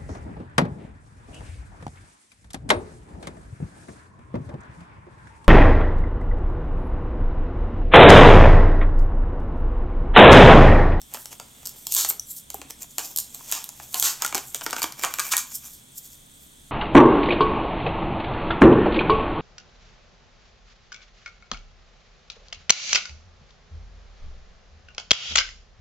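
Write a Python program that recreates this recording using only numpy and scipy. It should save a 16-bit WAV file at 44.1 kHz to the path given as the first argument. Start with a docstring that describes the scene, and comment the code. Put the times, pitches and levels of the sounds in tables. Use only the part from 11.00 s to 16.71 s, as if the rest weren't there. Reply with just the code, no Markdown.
"""A low room rumble with a hiss and a faint high whine, and over it two hands peel a plastic blister off its card
and take out a battery. Rumble, hiss and whine are filtered noise. Fingers slide over plastic and card, and the glued
card rips in short bursts: both are trains of random impulses through the spectrum of the pack, under swelling envelopes.
The blister pops as decaying sine pairs and its film snaps as short noise bursts with a kick.
A small room adds scattered echoes, and two close microphone ports colour the stereo image."""
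import sys
import numpy as np
from scipy import signal
from scipy.fft import rfft, irfft
from scipy.io import wavfile
from scipy.ndimage import uniform_filter1d

SR = 44100
rng = np.random.default_rng(int(sys.argv[2]) if len(sys.argv) > 2 else 0)


def persist_wave(psi):
    """Save psi, clipped to +-1, as 16-bit WAV."""
    counts = np.round(np.clip(psi, -1, 1) * 32767).astype(np.int16)
    wavfile.write(sys.argv[1], SR, np.atleast_2d(counts).T)


N = 251811

# Spectrum of the pack when it cracks or rips: f/Hz, relative density level/dB
PACK_SPECTRUM = [(150, -19), (330, -7), (570, -7), (800, -1), (1400, -5.5), (2000, -10), (2450, -8.5),
                 (3200, -4), (4200, -3.5), (7200, 4.5), (8500, -1.5), (9800, -12.5), (13000, -7),
                 (16500, -21)]

# Every rub, rip and snap has a strength (nominal level in the crack register) and a hollowness
# (how much of the shell joins in). 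A hollow one gains shell, or card and shell, relative to its fizz.


def from_db(db):
    """Amplitude gain is ten to the power of level/20."""
    return 10 ** (np.asarray(db) / 20)


def unit(x):
    """Normalisation by the root mean square brings a signal to rms 1."""
    return x / np.sqrt(np.mean(x ** 2) + 1e-20)


def lookup(points, hz):
    """Linear interpolation of a table over the logarithm of frequency."""
    f, value = np.transpose(points)
    return np.interp(np.log(hz + 1), np.log(f), value)


def add(mix, s, sound):
    """Superposition: a sound is summed into the mix from time s."""
    part = mix[..., max(round(s * SR), 0):][..., :sound.shape[-1]]
    part += sound[..., :part.shape[-1]]


def colour(x, points):
    """Linear filtering: the spectrum is multiplied by a smooth gain, then scaled to rms 1."""
    gain = from_db(lookup(points, np.fft.rfftfreq(N, 1 / SR)))
    return unit(irfft(rfft(x) * gain, N))


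def stereo_noise(points, width, level_db):
    """Interchannel coherence: a shared noise plus an opposed one of relative amplitude width."""
    shared, opposed = rng.standard_normal((2, N))
    pair = [colour(shared + sign * width * opposed, points) for sign in (1, -1)]
    return from_db(level_db) * np.array(pair)


def rumble():
    """Low-frequency stationary noise of the room, largely coherent between the ears."""
    # Spectrum of the room rumble: f/Hz, relative density level/dB
    rumble_spectrum = [(15, -15), (27, 4), (38, -9.5), (52, -16), (66, 4.5), (95, -11), (135, 0.5),
                       (165, -6.5), (250, -5), (340, -14.5), (900, -25), (2000, -47)]
    return stereo_noise(rumble_spectrum, width=0.5, level_db=-56)


def hiss():
    """Broadband stationary noise, less coherent between the ears than the rumble."""
    # Spectrum of the hiss: f/Hz, relative density level/dB
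    hiss_spectrum = [(500, -10), (1200, -9.5), (2000, -8.5), (2900, -7), (3380, 4.5), (3900, -3.5),
                     (5000, -9.5), (6500, -2), (8300, -0.5), (9500, -2.5), (13500, -9), (16000, -12)]
    return stereo_noise(hiss_spectrum, width=0.83, level_db=-52)


def whine(hz=8350, width_hz=420, per_s=48, unsteady=0.5, pulse=0.26, level_db=-60):
    """Amplitude modulation: narrow-band noise chatters in decaying pulses at an uneven rate."""
    f = np.fft.rfftfreq(N, 1 / SR)
    bell = np.exp(-((f - hz) / width_hz) ** 2 / 2)
    tone = irfft(rfft(rng.standard_normal(N)) * bell, N)
    drift = unit(uniform_filter1d(rng.standard_normal(N), size=900))
    turns = np.cumsum(per_s * (1 + unsteady * drift)) / SR
    # pulse is the decay constant as a share of one turn
    return from_db(level_db) * unit(tone * np.exp(-(turns % 1) / pulse))


def tails(gap_s=0.00047, build_s=0.0018, width=0.13, size=16384):
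    """Reverberation: scattered echoes build up after a short gap, and absorption kills the treble first."""
    # Reverberation time of the room: f/Hz, t60/s
    room_t60 = [(300, 0.35), (2500, 0.3), (7000, 0.25), (16000, 0.21)]
    t = np.arange(size) / SR
    echoes_per_s = 5000
    taps = rng.standard_normal((2, size)) * (rng.random((2, size)) < echoes_per_s / SR)
    taps *= 1 - np.exp(-np.maximum(t - gap_s, 0) / build_s)
    hz, frame_s, z = signal.stft(taps, SR, nperseg=256)
    decay = np.exp(-np.log(1000) * frame_s / lookup(room_t60, hz)[:, None])
    mid, side = signal.istft(z * decay, SR, nperseg=256)[1]
    return np.array([mid + width * side, mid - width * side]) / np.linalg.norm(mid)


def room(x, size=8192):
    """Time-varying convolution: the pack keeps moving, so about every 0.1 s meets another echo pattern."""
    out, padded = np.zeros((2, N + size)), np.pad(x, size)
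    # half-overlapping sine windows: their squares sum to 1, which suits independent echo patterns
    window = np.sin(np.pi * np.arange(size) / size)
    for start in range(0, N + size, size // 2):
        piece = padded[start:start + size] * window
        add(out, start / SR, signal.fftconvolve(piece[None], tails(), axes=1))
    return out[:, size:]


def registers(points, size=1024):
    """Minimum phase: one causal impulse response of energy 1 for each register of a spectrum."""
    # Limits between flexing card, hollow shell, crack of the film and fizz of the finest creases: f/Hz
    register_edges = [200, 900, 2800, 9500, 17000]
    hz = np.fft.rfftfreq(size, 1 / SR) + 1
    responses = []
    for lo, hi in zip(register_edges, register_edges[1:]):
        band = 1 / np.sqrt((1 + (lo / hz) ** 12) * (1 + (hz / hi) ** 12))
        gain = band * from_db(lookup(points, hz))
        # folding the cepstrum onto positive time makes the response causal
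        cepstrum = irfft(np.log(gain / gain.max() + 1e-3))
        cepstrum[1:size // 2] *= 2
        cepstrum[size // 2 + 1:] = 0
        response = irfft(np.exp(rfft(cepstrum)))
        responses.append(response / np.linalg.norm(response))
    return responses


def voiced(voice, strength_db, hollow_db):
    """Linear level law: each register's level in dB follows from strength and hollowness."""
    offset_db, slope = np.transpose(voice)
    return strength_db + offset_db + slope * hollow_db


def grains(points, per_s, spread_db, card_db):
    """Impulse excitation: tiny ruptures of uneven size ring the shell (with card), crack and fizz registers."""
    sizes = from_db(spread_db * np.minimum(rng.exponential(1, N), 4))
    train = sizes * rng.choice([-1, 1], N) * (rng.random(N) < per_s / SR)
    card, shell, crack, fizz = (signal.oaconvolve(train, r)[:N] for r in registers(points))
    return np.array([unit(shell + from_db(card_db) * card), unit(crack), unit(fizz)])


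def catching(depth_db, size=160):
    """Stick and slip: an uneven gain that varies over a few milliseconds."""
    uneven = unit(uniform_filter1d(rng.standard_normal(N), size))
    return unit(from_db(depth_db * uneven))


def wander(x, depth_db, span_s, span_hz, size=512):
    """Time-varying resonance: the shell's spectrum drifts in patches as fingers bend and damp it."""
    z = signal.stft(x, SR, nperseg=size)[2]
    rows, frames = z.shape[-2:]
    along_hz = np.fft.fftfreq(rows, SR / size)[:, None] * span_hz
    along_s = np.fft.fftfreq(frames, size / 2 / SR) * span_s
    smoothing = np.exp(-along_hz ** 2 - along_s ** 2)
    patches = np.fft.ifft2(np.fft.fft2(rng.standard_normal((rows, frames))) * smoothing).real
    gain = unit(from_db(depth_db * unit(patches)))
    return signal.istft(z * gain, SR, nperseg=size)[1][..., :N]


def strokes(rows, voice, rise, sharpness, size=32768):
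    """Energy addition: hand movements swell and fade, giving the gain of shell, crack and fizz over time."""
    # rise: share of a stroke spent swelling; sharpness: 1 = pointed top, 2 = round top
    power, t = np.zeros((3, N)), np.arange(size) / SR
    for s, length, strength_db, hollow_db in rows:
        start = max(s - size / SR / 2, 0)
        since = start + t - s
        side_length = length * np.where(since < 0, rise, 1 - rise)
        stroke = np.exp(-abs(since / side_length) ** sharpness)
        gain = from_db(voiced(voice, strength_db, hollow_db))[:, None]
        add(power, start, (gain * stroke) ** 2)
    return np.sqrt(power)


def rubs(level_db=-3.0, crinkle_db=-1):
    """Friction: skin and card slide over plastic, and dense fine stick and slip is nearly a hiss."""
    # Sliding strokes: peak t/s, length t/s, relative strength level/dB, hollowness level/dB
    rub_events = [(0.152, 0.025, -33.5, -1.5), (0.21, 0.077, -43.5, -37), (0.329, 0.017, -32.5, -5.5),
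                  (0.67, 0.6, -48.5, -5.5), (0.79, 0.072, -44, -22), (0.89, 0.094, -44, -29),
                  (1.1, 0.013, -28, -58), (1.312, 0.037, -43, -59), (1.378, 0.035, -39.5, -45),
                  (1.57, 0.078, -58.5, 7), (1.703, 0.0076, -31, -9.5), (1.826, 0.021, -29.5, -12),
                  (1.915, 0.025, -46, -22), (2.05, 0.053, -30.5, -15), (2.115, 0.028, -35, -12.5),
                  (2.202, 0.014, -29, -25), (2.36, 0.19, -42, -12), (2.485, 0.097, -34.5, -12.5),
                  (2.83, 0.13, -39.5, -10.5), (2.98, 0.051, -28, -23), (3.19, 0.086, -40.5, -8),
                  (3.372, 0.026, -32.5, 4), (3.49, 0.22, -48.5, -41), (3.558, 0.018, -28.5, -7.5),
                  (3.642, 0.012, -28, -24), (3.7, 0.11, -39.5, -2), (3.795, 0.033, -27.5, -8),
                  (3.88, 0.036, -40, -5), (3.994, 0.014, -28, -5.5), (4.034, 0.029, -26.5, -7.5),
                  (4.11, 0.053, -39.5, -13), (4.27, 0.097, -28, -11), (4.52, 0.07, -37.5, -16),
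                  (4.556, 0.023, -30.5, -40), (4.66, 0.068, -36, -15.5), (4.738, 0.068, -42.5, -25),
                  (4.982, 0.024, -37, -36), (5.057, 0.05, -43, -27), (5.135, 0.071, -45.5, -22),
                  (5.43, 0.077, -52, -31)]
    # Spectrum of the rubbed pack: f/Hz, relative density level/dB
    slide_spectrum = [(200, -23.5), (700, -22), (1300, -28), (2700, -15), (4300, -5.5), (5300, 1.5),
                      (7300, 9.5), (9800, -12), (13000, -8), (15000, -11.5), (16500, -30)]
    # Rows shell, crack, fizz: level above the strength/dB, gain per dB of hollowness/dB
    rub_voice = [(-1.5, 1), (-2.5, -0.15), (-3.5, -0.31)]
    push = strokes(rub_events, rub_voice, rise=0.54, sharpness=0.78)
    slips = grains(slide_spectrum, per_s=12000, spread_db=2.0, card_db=-2.5) * catching(depth_db=2.0)
    swish = (push * wander(slips, depth_db=1.7, span_s=0.084, span_hz=1380)).sum(0)
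    # a stroke firm enough to sound the shell also sets off small separate creases
    creases = grains(PACK_SPECTRUM, per_s=150, spread_db=3.5, card_db=-2).sum(0)
    crinkle = push[0] * creases / 2
    return from_db(level_db) * swish + from_db(crinkle_db) * crinkle


def rips(level_db=-6.0):
    """Fracture: paper fibres break by the thousand while the blister is pulled from the card."""
    # Rips from the glue: hardest pull t/s, length t/s, relative strength level/dB, hollowness level/dB
    rip_events = [(0.92, 0.033, -26.5, -27), (0.982, 0.081, -17, -15.5), (1.102, 0.0073, -30, -4.5),
                  (1.995, 0.027, -32, -1), (2.535, 0.097, -28, -7.5), (2.955, 0.046, -33, 0.5),
                  (3.052, 0.067, -16, -10.5), (3.226, 0.049, -32, 1.5), (3.83, 0.0076, -16.5, -17),
                  (4.322, 0.021, -15, -12.5), (4.385, 0.033, -25, -11)]
    # Rows shell, crack, fizz: level above the strength/dB, gain per dB of hollowness/dB
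    rip_voice = [(0, 1), (0.5, -0.13), (-3.5, -0.3)]
    pull = strokes(rip_events, rip_voice, rise=0.3, sharpness=1.4)
    # at 0 dB the catching leaves an even gain
    fibres = grains(PACK_SPECTRUM, per_s=5000, spread_db=3.0, card_db=-11.0) * catching(depth_db=0.0)
    drifting = wander(fibres, depth_db=-1.5, span_s=0.093, span_hz=1110)
    return from_db(level_db) * (pull * drifting).sum(0)


def pops(overtone=1.2, overtone_db=-9, attack_s=0.00022, size=8192):
    """Damped free vibration: the dome or a small taut patch rings with one overtone that decays twice as fast."""
    # Hollow pops, or knocks of a finger or the battery: t/s, f/Hz, nominal level/dB, t60/s
    pop_events = [(1.0482, 995, -25, 0.0092), (1.107, 386, -37.5, 0.043), (1.1966, 5900, -13, 0.011),
                  (1.5445, 780, -25, 0.029), (1.548, 413, -38, 0.06), (1.594, 290, -41, 0.096),
                  (1.653, 276, -46, 0.12), (2.409, 1030, -35, 0.015), (2.8, 820, -32.5, 0.018),
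                  (2.942, 1056, -35, 0.17), (2.945, 734, -35.5, 0.29), (3.2492, 1424, -15, 0.03),
                  (3.353, 378, -27.5, 0.062), (3.354, 802, -31.5, 0.16), (3.842, 320, -30, 0.066),
                  (4.044, 1390, -31, 0.037), (4.048, 1120, -33, 0.046), (4.193, 1207, -20.5, 0.052),
                  (4.2, 1135, -41, 0.25), (4.335, 1350, -14, 0.015), (4.339, 1864, -26.5, 0.14)]
    t, out = np.arange(size) / SR, np.zeros(N)
    for s, hz, level_db, t60 in pop_events:
        fade = np.exp(-np.log(1000) * t / t60)
        ring = fade * np.sin(2 * np.pi * hz * t)
        ring += from_db(overtone_db) * fade ** 2 * np.sin(2 * np.pi * hz * overtone * t)
        add(out, s, from_db(level_db) * ring * (1 - np.exp(-t / attack_s)))
    return out


def snaps(flutter=0.28, flutter_s=0.0021, kick=0.91, creak=0.85, creak_s=0.00032, spread_db=1.0, size=2048):
    """Buckling: the film creaks, gives with a kick and shivers briefly; low registers ring longer."""
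    # Buckling events of the film, and from about 3.6 s on also shell-heavy knocks of the battery against the
    # blister: t/s, strength level/dB, hollowness level/dB
    snap_events = [(0.0165, -38.5, -17), (0.1386, -36, -37), (0.1448, -31.5, -4), (0.1718, -43, 7.5),
                   (0.257, -30.5, -11), (0.399, -33, -1.5), (0.6556, -32, -16), (0.6601, -31, -20),
                   (0.6718, -29.5, -21.5), (0.6932, -36, -18), (0.869, -24, -16), (0.923, -22.5, -25.5),
                   (0.94, -25, -32), (0.9491, -19.5, -33), (0.965, -19, -13.5), (1.0479, -19.5, -8),
                   (1.1064, -26.5, -3.5), (1.1966, -34, -23), (1.5027, -30, -13), (1.5439, -40, -46),
                   (1.616, -36, 2), (1.7072, -31, -9), (1.983, -18.5, -8.5), (1.9925, -27.5, -7.5),
                   (2.1617, -23.5, -26.5), (2.174, -22.5, -24), (2.1866, -19.5, -22.5), (2.347, -33, -20),
                   (2.515, -29.5, -35), (2.5238, -17, -12.5), (2.642, -33, -28), (2.691, -31.5, -11.5),
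                   (2.7991, -43, 5), (2.9434, -19, -11.5), (2.9985, -17, -26), (3.0258, -15, -14),
                   (3.2215, -17.5, -7.5), (3.248, -18, -6), (3.263, -23, -9.5), (3.278, -31, -7),
                   (3.3257, -31, 5.5), (3.347, -17.5, -5.5), (3.3525, -19.5, -9), (3.3798, -25.5, -5.5),
                   (3.5465, -21.5, -12), (3.6107, -32.5, 0), (3.618, -40.5, 10.5), (3.664, -22.5, 2),
                   (3.708, -28, -13), (3.7296, -25.5, 4), (3.733, -28, 0), (3.7646, -27.5, 1.5),
                   (3.783, -37.5, 8.5), (3.819, -22, -4), (3.8304, -23.5, -6), (3.841, -21.5, 0.5),
                   (3.9231, -32.5, -8.5), (4.0363, -19.5, 0.5), (4.0428, -27.5, 9.5), (4.048, -18, -3),
                   (4.1392, -22.5, -9.5), (4.1863, -26, -0.5), (4.1955, -19.5, -13), (4.2001, -19, -6),
                   (4.3367, -21.5, 2), (4.3677, -16, -23), (4.3791, -19, -14)]
    # Rows card, shell, crack, fizz: level above the strength/dB, gain per dB of hollowness/dB
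    snap_voice = [(-5.5, 1), (-1, 1), (0.5, 0), (-5, -0.42)]
    fade_s = (.0036, .0022, .00065, .0006)  # card, shell, crack, fizz
    lead = size // 8  # samples of creak before the kick
    t = (np.arange(size) - lead) / SR
    out, responses = np.zeros((2, N)), registers(PACK_SPECTRUM)
    for s, strength_db, hollow_db in snap_events:
        snap = np.zeros(size)
        levels_db = voiced(snap_voice, strength_db, hollow_db)
        for response, level_db, fade in zip(responses, levels_db, fade_s):
            before = creak * np.exp(-abs(t) / creak_s)
            after = np.exp(-abs(t) / fade) + flutter * np.exp(-abs(t) / flutter_s)
            shiver = rng.standard_normal(size) * np.where(t < 0, before, after)
            shiver[lead] += kick
            ring = signal.fftconvolve(shiver, response)[:size]
            snap += from_db(level_db) * ring / np.linalg.norm(ring)
        snap *= np.sqrt(.002 * SR)  # levels are rms over 2 ms
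        side_db = spread_db * rng.standard_normal() / 2
        add(out, s + t[0], snap * from_db([[side_db], [-side_db]]))
    return out


def blister(x, card_hz=950, card_loss=1.0, dome_db=-4.0):
    """Modal resonance: as the blister comes free, the card's low body goes and the hollow dome rings."""
    # How far the blister has come away from the card: t/s, share (0-1)
    freed_share = [(2.9, 0.0), (3.25, 0.12), (3.85, 0.34), (4.15, 0.68)]
    # Resonances of the freed dome: f/Hz, width/Hz, level before dome_db/dB
    dome_modes = [(1170, 57, 3.5), (1530, 330, 9), (1820, 13, -47), (2340, 53, 17)]
    freed = np.interp(np.arange(N) / SR, *np.transpose(freed_share))
    hz = np.fft.rfftfreq(N, 1 / SR)
    card = 1 / (1 + (hz / card_hz) ** 6)
    dome = sum(from_db(db) / (1 + 2j * (hz - centre) / width) for centre, width, db in dome_modes)
    change = irfft(rfft(x) * (from_db(dome_db) * dome - card_loss * card), N)
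    return x + freed * change


def scene(snap_room_db=-6, pop_room_db=-14, rip_room_db=-7, rub_room_db=-12):
    """Superposition of the direct sound of the pack, its echo in the room, and the background."""
    rub, rip, pop, snap = blister(rubs()), blister(rips()), pops(), blister(snaps())
    feed = from_db(rub_room_db) * rub + from_db(rip_room_db) * rip
    feed += from_db(pop_room_db) * pop + from_db(snap_room_db) * snap.mean(0)
    return snap + pop + rip + rub + room(feed) + rumble() + hiss() + whine()


def record(dry):
    """Mid-side filtering by two close ports, soft saturation of the sharpest peaks, then a band limit."""
    # Gain of the difference between the ports: f/Hz, level/dB
    width_gain = [(40, -15), (140, -8), (350, 6), (1100, 10), (4500, -5), (9000, -4), (14000, -29)]
    # Gain of the left port: f/Hz, level/dB
    left_gain = [(6000, -0.29), (9600, -3), (11500, 0)]
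    # Phase by which the left port leads: f/Hz, phase/rad
    left_lead = [(120, 0.053), (700, 0.33), (2600, 0.24)]
    hz = np.fft.rfftfreq(N, 1 / SR)
    mid = rfft(dry[0] + dry[1]) / 2
    side = rfft(dry[0] - dry[1]) / 2 * from_db(lookup(width_gain, hz))
    left = (mid + side) * from_db(lookup(left_gain, hz)) * np.exp(1j * lookup(left_lead, hz))
    ports = irfft(np.array([left, mid - side]), N)
    ceiling = .55
    rounded = ceiling * np.tanh(ports / ceiling)
    cut_hz = 16050
    low_pass = signal.firwin(401, cut_hz, window=("kaiser", 8), fs=SR)
    return signal.oaconvolve(rounded, low_pass[None], "same")


dry = scene()
out = record(dry)
persist_wave(out)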